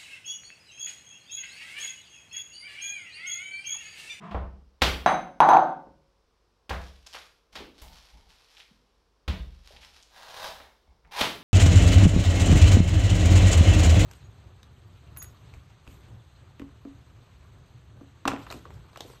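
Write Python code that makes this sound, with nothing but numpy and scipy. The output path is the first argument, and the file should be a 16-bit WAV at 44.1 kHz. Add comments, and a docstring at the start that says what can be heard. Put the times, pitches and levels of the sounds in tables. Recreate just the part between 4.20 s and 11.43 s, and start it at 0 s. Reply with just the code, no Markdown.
"""Kitchen counter, heard close: a heavy wooden board slides and is slapped; a glass bowl knocks, lands and rocks to rest.
A cabbage is patted, lifted, rolled and dropped on the board; a knife then slices it and crunches through to the wood.
Impacts are filtered pulses and bursts, ringing is a sum of decaying modes, and rubbing and cutting are crackle.
The small, live room adds reflections and booms in its low modes under the blows, over a faint mains hum."""
import sys
import numpy as np
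from scipy import signal
from scipy.fft import rfft, irfft, next_fast_len
from scipy.io import wavfile
from scipy.ndimage import uniform_filter1d

SR = 44100
rng = np.random.default_rng(int(sys.argv[2]) if len(sys.argv) > 2 else 0)


def master_out(mix):
    """Clip the mix to full scale and print it as 16-bit PCM to the path in sys.argv[1]."""
    frames = np.transpose(np.atleast_2d(mix))
    ceiling = np.clip(frames, -1, 1)
    pcm = np.round(ceiling * 32767).astype(np.int16)
    wavfile.write(sys.argv[1], SR, pcm)


N = 318843  # samples
TIME = np.arange(N) / SR  # s
AGE = TIME[:32768]  # s since the onset of one sound
FREQ = np.fft.rfftfreq(len(AGE), 1 / SR)  # Hz

# landings of the bowl on the wood: t/s, relative level/dB, knock f/Hz, hard-edge level/dB,
# extra feed of the high glass modes/dB, number of rocks that follow (rounded), relative level of first rock/dB
LANDINGS = [(0.8617, -2.5, 687, 6.5, 8, 0, 0), (1.2035, 1, 927, -2.5, -4, 2, -9.5),
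            (1.2890, -.5, 921, -4.5, -1, 6.5, -3.5), (1.455, -25.5, 900, -34, -22, 0, 0)]


def amp(db):
    """Logarithmic level: decibels to amplitude gain."""
    return 10 ** (np.asarray(db) / 20)


def unit(x):
    """Normalization by mean power: scale to rms 1."""
    return x / np.sqrt(np.mean(x ** 2) + 1e-20)


def along(points, hz):
    """Interpolation of (f/Hz, value) points on a logarithmic frequency axis."""
    f, v = np.transpose(points)
    return np.interp(np.log(hz + 1), np.log(f + 1), v)


def fade(t60):
    """Exponential damping of amplitude, 60 dB down after t60 seconds."""
    return np.exp(-np.log(1000) * AGE / t60)


def add(track, s, sound):
    """Linear superposition: mix a sound in at time s."""
    part = track[max(round(s * SR), 0):][:len(sound)]
    part += sound[:len(part)]


def filtered(x, gain):
    """Zero-phase filtering by a gain function of frequency."""
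    m = next_fast_len(N + SR // 2)
    spectrum = rfft(x, m)
    return irfft(spectrum * gain(np.fft.rfftfreq(m, 1 / SR)), m)[:N]


def pulse(gain):
    """Minimum-phase impulse response with these gains on FREQ, by folding the cepstrum."""
    cepstrum = irfft(np.log(np.maximum(gain, 1e-6)))
    half = len(AGE) // 2
    cepstrum[1:half] *= 2
    cepstrum[half + 1:] = 0
    return irfft(np.exp(rfft(cepstrum)))


def coloured(burst, gain):
    """Spectral shaping: give a random burst a set broad spectrum and keep its fine ripple."""
    spectrum = rfft(burst)
    broad = np.sqrt(np.abs(uniform_filter1d(np.abs(spectrum) ** 2, size=51)) + 1e-20)
    return irfft(spectrum * rfft(pulse(gain / broad)))


def hump(centre_hz, octaves, hz=FREQ):
    """Gain of a broad, steep-sided resonance; it halves this many octaves from the centre."""
    return 1 / (1 + (np.log2((hz + 1) / centre_hz) / octaves) ** 4)


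def wobble(per_second, count):
    """Random modulation: a curve of count samples drawn through normal values at this rate."""
    place = np.arange(count) * per_second / SR
    knots = rng.standard_normal(int(place[-1]) + 2)
    return np.interp(place, np.arange(len(knots)), knots)


def noise(spectrum):
    """Stationary Gaussian noise with a shaped spectrum, rms 1."""
    return unit(filtered(rng.standard_normal(N), lambda hz: amp(along(spectrum, hz))))


def crackle(spectrum, per_second, spread_db, clump_db):
    """Shot noise: tiny ruptures at random times, of uneven size and swaying strength, rms 1."""
    sizes = amp(spread_db * np.minimum(rng.standard_exponential(N), 4))
    sizes *= rng.choice([-1, 1], N)
    sizes *= amp(clump_db * np.tanh(wobble(70, count=N)))
    ruptures = sizes * (rng.random(N) < per_second / SR)
    return unit(filtered(ruptures, lambda hz: amp(along(spectrum, hz))))


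def strokes(rows, onset_db, release_db):
    """Friction envelope: bite onset_db under the peak, swell, then lose release_db over the release time."""
    gain = np.zeros(N)
    for start, swell, release, db in rows:
        t = np.maximum(TIME - start, 0)
        swelling = onset_db * (1 - t / max(swell, .001))
        releasing = release_db * (t - swell) / max(release, .001)
        under = np.maximum(swelling, releasing)
        gain += amp(db - under) * (1 - np.exp(-t / 0.0058))
    return gain


def room(x, wet_db, bounce, bounce_s=.005, walls_s=0.013, scatter=0.67, low_hz=110):
    """Reverberation by convolution: direct sound, one near reflection, then a diffuse tail."""
    # reverberation time: f/Hz, T60/s
    decay_times = [(60, 0.69), (200, 0.69), (700, 0.4), (3000, 0.41), (7000, 0.38), (15000, 0.56)]
    hz, t, z = signal.stft(rng.standard_normal(len(AGE)), SR, nperseg=256)
    decay = np.exp(-np.log(1000) * t / along(decay_times, hz)[:, None])
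    tail = signal.istft(z * decay, SR, nperseg=256)[1][:len(AGE)]
    tail *= np.where(AGE < walls_s, scatter, 1)  # weaker scatter before the walls answer
    response = amp(wet_db) * coloured(tail, FREQ ** 2 / (FREQ ** 2 + low_hz ** 2) + .01)
    response[0] += 1
    response[round(bounce_s * SR)] += bounce
    return signal.fftconvolve(x, response)[:N]


def background():
    """Stationary sources: broadband room air and a sinusoidal mains hum."""
    # room air: f/Hz, relative spectral level/dB
    air = [(15, -36.5), (25, -3.5), (59, -2.5), (97, -9), (236, -15.5), (463, -9), (641, -17),
           (1070, -14.5), (1890, -25), (4140, -25.5), (5430, -24), (6560, -33), (16000, -46.5)]
    air_db, hum_db, mains_hz = -70.5, -70.5, 50  # rms of the air, peak of the hum
    return amp(air_db) * noise(air) + amp(hum_db) * np.sin(2 * np.pi * mains_hz * TIME)


def board_slide():
    """Sliding friction: the board scrapes the counter in many tiny ruptures."""
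    # pushes of the board: start t/s, swell/s, release/s, relative peak level/dB
    shoves = [(0, .055, .16, -46.5), (.105, .028, .02, -45)]
    # scrape: f/Hz, relative spectral level/dB
    scrape = [(47, -43), (80, -24), (195, 1), (262, -24), (339, -14.5), (600, -28.5), (676, -10),
              (761, -23.5), (1040, -11), (1430, -22), (3630, -35), (4000, -44.5), (9000, -58), (11700, -93),
              (19800, -120)]
    grain = crackle(scrape, per_second=1500, spread_db=-1.5, clump_db=-2)
    return room(strokes(shoves, onset_db=6.5, release_db=22.5) * grain * amp(3), wet_db=-2, bounce=0.053)


def blows():
    """Impact excitation: a soft, heavy contact gives a short noise burst and sets the room modes booming."""
    # blows of board, hands, cabbage and knife: t/s, relative level/dB, relative boom level/dB,
    # thud boost/dB, treble corner f/Hz, burst T60/s
    impacts = [(0.11, -48.5, -47, -13, 2925, 0.035), (0.145, -26.5, -30.5, -6.5, 1044, .022),
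               (0.612, -43, -69.5, -3, 3458, .02), (0.618, -19, -27.5, -2, 4420, .028),
               (1.669, -50, -63.5, 7, 752, .025), (2.493, -40.5, -57.5, 2, 5200, 0.029),
               (2.506, -28, -34.5, -9.5, 1670, 0.025), (2.945, -41.5, -64, -17, 2960, .029),
               (3.353, -40.5, -71.5, -7, 4330, 0.046), (3.616, -54.5, -61, -8.5, 8930, 0.04),
               (5.078, -35.5, -29.5, 2.5, 3940, 0.035), (6.401, -47.5, -63, -6, 2110, 0.013),
               (7.01, -25.5, -58, 4, 4670, .014)]
    # colour shared by all blows: f/Hz, relative level/dB
    colour = [(220, -5.5), (700, -1), (1700, -1), (3400, 4), (6000, 1.5), (9000, 3), (13500, 13.5)]
    # low room modes: f/Hz, level relative to the boom/dB, T60/s
    low_modes = [(35.7, -11, 0.77), (44.8, -8.5, 0.96), (65.2, 5.5, .66), (79.65, 0, 0.41), (89, -5, 0.5),
                 (111.4, -4.5, 0.18), (157.5, -10, .6), (189, -8, 0.6), (280, -13.5, 0.29)]
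    thud_hz = 365  # a blow's thud lies below this
    hz, mode_db, t60 = np.transpose(low_modes)
    # wandering phases keep the boom from being pure tones
    drift = .5 * np.array([wobble(16, count=len(AGE)) for _ in hz])
    modes = np.sin(2 * np.pi * hz[:, None] * AGE + drift)
    modes *= fade(t60[:, None]) * (1 - fade(0.049))
    # downward tilt with a bass cut
    slope = np.sqrt(1000 / (FREQ + 100)) * FREQ / np.hypot(FREQ, 90)
    out = np.zeros(N)
    for s, db, boom_db, thud_db, corner_hz, burst_t60 in impacts:
        burst = rng.standard_normal(len(AGE)) * fade(max(burst_t60, .002)) * (1 - fade(.035))
        colour_db = along(colour, FREQ) + thud_db / (1 + (FREQ / thud_hz) ** 4)
        treble_cut = np.hypot(1, (FREQ / corner_hz) ** 3)
        hit = coloured(burst, slope * amp(db + colour_db + 36) / treble_cut)
        add(out, s, room(hit, wet_db=4, bounce=0.9, bounce_s=0.0037))
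        add(out, s, amp(boom_db + mode_db + rng.normal(0, 0.46, len(hz))) @ modes)
    return out


def contacts():
    """Rocking with energy loss: landings, then quicker, weaker, lower rocks, as rows of
    t/s, relative level/dB, knock f/Hz, hard-edge level/dB, high-mode feed/dB."""
    first_gap_s, gap_ratio = .0245, .86
    loss_db, pitch_ratio = 2.08, 0.95  # per rock
    rock_edge_db, rock_ring_db = -20.5, -13  # rocking is soft: little clack, little high ring
    rows = []
    for s, db, hz, edge_db, ring_db, rocks, rock_db in LANDINGS:
        rows.append((s, db, hz, edge_db, ring_db))
        for k in range(round(rocks)):
            s += first_gap_s * gap_ratio ** k
            hz *= pitch_ratio
            rows.append((s, rock_db - loss_db * k, hz, rock_edge_db, rock_ring_db))
    return rows


def bowl_knocks():
    """Impulse response of glass on wood: a resonant knock, a bright clack at hard edges, and two foot ticks."""
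    # wooden knock: f/Hz, relative level/dB
    wood = [(40, -27.5), (110, -25), (152, -2), (200, -19), (300, -5.5), (450, -11.5), (750, 2),
            (1050, -3.5), (1500, -9.5), (2200, -32), (4000, -36.5), (8000, -65), (16000, -80.5)]
    # hard-edge clack: f/Hz, relative level/dB
    edge = [(100, -22), (180, 4), (400, -13.5), (1100, -1.5), (1700, -2.5), (2600, -13), (5000, -29.5),
            (8000, -42.5), (15000, -56)]
    # ticks of the bowl's foot, with little reverberation: t/s, relative level/dB
    foot_ticks = [(1.2037, -13), (1.2898, -15)]
    knocks, ticks = np.zeros((2, N))
    wood_gain = amp(along(wood, FREQ) + 24)
    clack_gain = amp(along(edge, FREQ) + 13.0)
    for s, db, knock_hz, edge_db, _ in contacts():
        body = wood_gain * (1 + hump(knock_hz, octaves=0.24))
        add(knocks, s, amp(db) * pulse(np.hypot(body, amp(edge_db) * clack_gain)))
    for s, db in foot_ticks:
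        burst = rng.standard_normal(len(AGE)) * fade(0.0068)
        add(ticks, s, amp(db + 0.5) * coloured(burst, hump(3400, octaves=1.9)))
    return room(knocks, wet_db=5.5, bounce=0.47) + room(ticks, wet_db=-13, bounce=0.36)


def bowl_ring():
    """Modal synthesis: each contact adds energy to damped glass modes, most near its knock pitch."""
    # modes of the bowl: f/Hz, relative level/dB, T60/s
    glass = [(548, -15, 1), (605, -12, 0.36), (675, -13, 0.24), (734, -3, 0.47), (775, -5, .36),
             (854, -2, .38), (903, -4, 0.48), (947, -7, .33), (988, -1, 0.31), (1059.3, -2.5, 0.21),
             (1166, -2.5, 0.41), (1174, -8, 0.37), (1404, -11, .36), (1410, -8, .38), (1478, -5, 0.48),
             (1734, -13.5, 0.3), (2547, -23.5, .28), (3343, -15, .2), (3881, -13, .36), (6191, -15.5, .4),
             (6222, -22, .38), (8294, -36, .35), (8527, -37, .38), (9330, -33, 0.42), (9500, -40, .32),
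             (10527, -43, 0.53), (10870, -44, .38), (12340, -39, .35), (14270, -47.5, .32)]
    focus_db = 13  # extra feed of a mode at the knock pitch
    out = np.zeros(N)
    t = TIME[:SR + SR // 2]
    start = LANDINGS[0][0]
    for hz, mode_db, t60 in glass:
        energy = np.zeros(len(t))
        dying = fade(t60 / 2) * (1 - fade(0.014))  # energy falls twice as fast in dB as its root
        high = hz > 1600  # these modes take the separate feed level
        for s, db, knock_hz, _, ring_db in contacts():
            feed_db = db + high * ring_db + focus_db * hump(knock_hz, octaves=0.14, hz=hz)
            add(energy, s - start, amp(feed_db) ** 2 * dying)
        # reflections swell and thin each partial
        swell = amp(3.2 * wobble(50, count=len(t)))
        phase = 2 * np.pi * (hz * t + rng.random()) + 0.39 * wobble(30, count=len(t))
        add(out, start, amp(mode_db - 26.5) * np.sqrt(energy) * swell * np.sin(phase))
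    return out


def bowl():
    """Superposition of the glass-on-wood knocks and the ringing that they feed."""
    return bowl_knocks() + bowl_ring()


def leaf_rustle():
    """Friction as shot noise: leaves rustle densely and tick sparsely under the hand."""
    # the hand grips, lifts or turns the cabbage: start t/s, swell/s, release/s, relative peak level/dB
    grips = [(2.58, 0.038, 0.45, -53), (2.861, .005, 0.089, -44), (2.92, 0.015, 0.12, -39.5),
             (3.0, 0.018, 0.35, -65), (3.32, .012, 0.15, -47.5), (3.54, 0.054, 0.19, -51.5),
             (3.68, 0.052, 0.61, -51.5), (4.075, 0.037, 0.67, -55.5), (4.28, 0.12, 0.11, -53.5),
             (5.08, 0.077, 2.1, -60.5), (5.43, 0.036, 0.79, -56.5), (5.605, .03, .09, -49),
             (5.735, 0.012, .12, -54)]
    # leaves: f/Hz, relative spectral level/dB
    leaf_colour = [(200, -19), (500, -6), (900, 1.5), (1500, 0), (2200, 0), (3500, 3.5), (5400, 1),
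                   (7800, -11.5), (12000, -14), (16000, -30)]
    leaves = crackle(leaf_colour, per_second=1500, spread_db=3.5, clump_db=3.5)
    ticks = crackle(leaf_colour, per_second=100, spread_db=5.0, clump_db=9.5)
    rustle = leaves * amp(-8.0) + ticks * amp(-14.5)
    return room(strokes(grips, onset_db=10.5, release_db=24) * rustle, wet_db=-2, bounce=0.053)


def snaps():
    """Brittle fracture: single crisp cracks, mostly of leaf ribs, as short band-shaped bursts."""
    # cracks: t/s, relative level/dB, centre f/Hz
    cracks = [(2.6394, -42, 4470), (2.8663, -31.5, 4770), (2.9284, -33.5, 3440), (2.9645, -26.5, 1270),
              (3.3562, -28, 3520), (3.6794, -39, 3630), (4.204, -43.5, 1220), (4.3688, -33, 2890),
              (4.4019, -30, 2605), (5.5646, -32, 2800), (5.6313, -32, 2100), (5.8268, -38, 4920),
              (6.0695, -31, 1020), (6.8485, -39.5, 1593), (7.0276, -21.5, 3400), (7.0482, -19.5, 1660)]
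    out = np.zeros(N)
    for s, db, hz in cracks:
        crack = coloured(rng.standard_normal(len(AGE)) * fade(0.016), hump(hz, octaves=0.69))
        add(out, s, amp(db + 13.5) * crack)
    return room(out, wet_db=0.0, bounce=0.89)


def cabbage_roll():
    """Rolling noise: each shift of the cabbage's weight swells and damps a low rumble."""
    # shifts of weight on the board: t/s, relative level/dB
    lurches = [(3.325, -53), (3.38, -58), (3.615, -47), (3.7, -60.5), (3.93, -54), (4.06, -69), (4.49, -69),
               (5.53, -52.5), (5.649, -68), (6.28, -54), (6.66, -59.5), (6.84, -54.5)]
    # rumble: f/Hz, relative spectral level/dB
    rumble = [(15, -36), (25, -2.5), (42, -2.5), (64, 2.5), (110, -22), (155, -12.5), (400, -30.5),
              (900, -16), (1700, -57), (2200, -25), (3000, -64)]
    rise_s, decay_t60 = 0.019, 0.57  # each lurch swells and dies alike
    weight = np.zeros(N)
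    for s, db in lurches:
        add(weight, s, amp(db) * (1 - np.exp(-AGE / rise_s)) * fade(decay_t60))
    return weight * noise(rumble) * amp(3.5)


def bumps():
    """Damped resonance: the hollow leaf head answers a tip onto a rib with one broad peak."""
    # the cabbage tips onto a rib: t/s, relative level/dB, pitch f/Hz
    tips = [(3.384, -44, 168), (3.405, -33, 333), (4.511, -47, 186), (5.507, -48, 523)]
    out = np.zeros(N)
    for s, db, hz in tips:
        add(out, s, amp(db + 35) * pulse(hump(hz, octaves=0.61)))
    return room(out, wet_db=3.0, bounce=0.67)


def quiver():
    """Stiffness-controlled pitch: the dropped head's low thump sags as its squeezed leaves relax."""
    drop_s, drop_db = 5.083, -24
    squeezed_hz, rest_hz, sag_s, quiver_t60 = 91.9, 39.7, .1, 0.65  # sag_s is a time constant
    overtone, overtone_db = 2.8, -14.5  # multiple of the pitch, and its relative level
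    out = np.zeros(N)
    hz = rest_hz + (squeezed_hz - rest_hz) * np.exp(-AGE / sag_s)
    phase = 2 * np.pi * np.cumsum(hz) / SR
    tone = np.sin(phase) + amp(overtone_db) * np.sin(overtone * phase)
    add(out, drop_s, amp(drop_db) * tone * fade(quiver_t60) * (1 - fade(0.033)))
    return out


def knife():
    """Fracture as shot noise: the blade bursts leaf cells in slow slices, then in a hard push."""
    # the blade works through the outer leaves: start t/s, swell/s, release/s, relative peak level/dB
    slices = [(5.9, 0.045, 0.53, -49.5), (5.96, .23, .14, -41.5), (6.19, 0.057, 0.08, -34.5),
              (6.33, 0.06, 0.16, -57)]
    # the blade is forced through the heart: start t/s, swell/s, release/s, relative peak level/dB
    crunches = [(6.91, .097, 0.076, -26)]
    # slicing: f/Hz, relative spectral level/dB
    slice_colour = [(100, -13), (330, -22.5), (550, -7.5), (900, -2), (1300, -10), (1700, -8.5),
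                    (2400, -15.5), (3700, -9.5), (5500, -16.5), (8000, -26), (12000, -28.5), (16000, -33)]
    # crunching: f/Hz, relative spectral level/dB
    crunch_colour = [(100, -22), (330, -17), (600, -3.5), (950, 4), (1400, -6), (2400, -5.5), (3500, -4),
                     (5300, -11.5), (7600, -21.5), (12000, -23), (16000, -31)]
    slicing = strokes(slices, onset_db=19.5, release_db=23) * amp(-3.5)
    slicing *= crackle(slice_colour, per_second=1600, spread_db=3.0, clump_db=3.5)
    crunching = strokes(crunches, onset_db=21, release_db=23.5) * amp(-1.0)
    crunching *= crackle(crunch_colour, per_second=1700, spread_db=-1, clump_db=3.0)
    return room(slicing + crunching, wet_db=0.5, bounce=0.14)


def scene():
    """Superposition of all sources at one microphone."""
    counter = background() + board_slide() + blows() + bowl()
    cabbage = leaf_rustle() + snaps() + cabbage_roll() + bumps() + quiver()
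    return (counter + cabbage + knife())[None]


def record(dry):
    """Saturation and band limiting: the loudest peaks flatten at a ceiling, then the top is cut."""
    ceiling, top_hz = .64, 15800
    held = dry[0] / (1 + np.abs(dry[0] / ceiling) ** 8) ** (1 / 8)
    return filtered(held, lambda hz: hz < top_hz)[None]


dry = scene()
out = record(dry)
master_out(out)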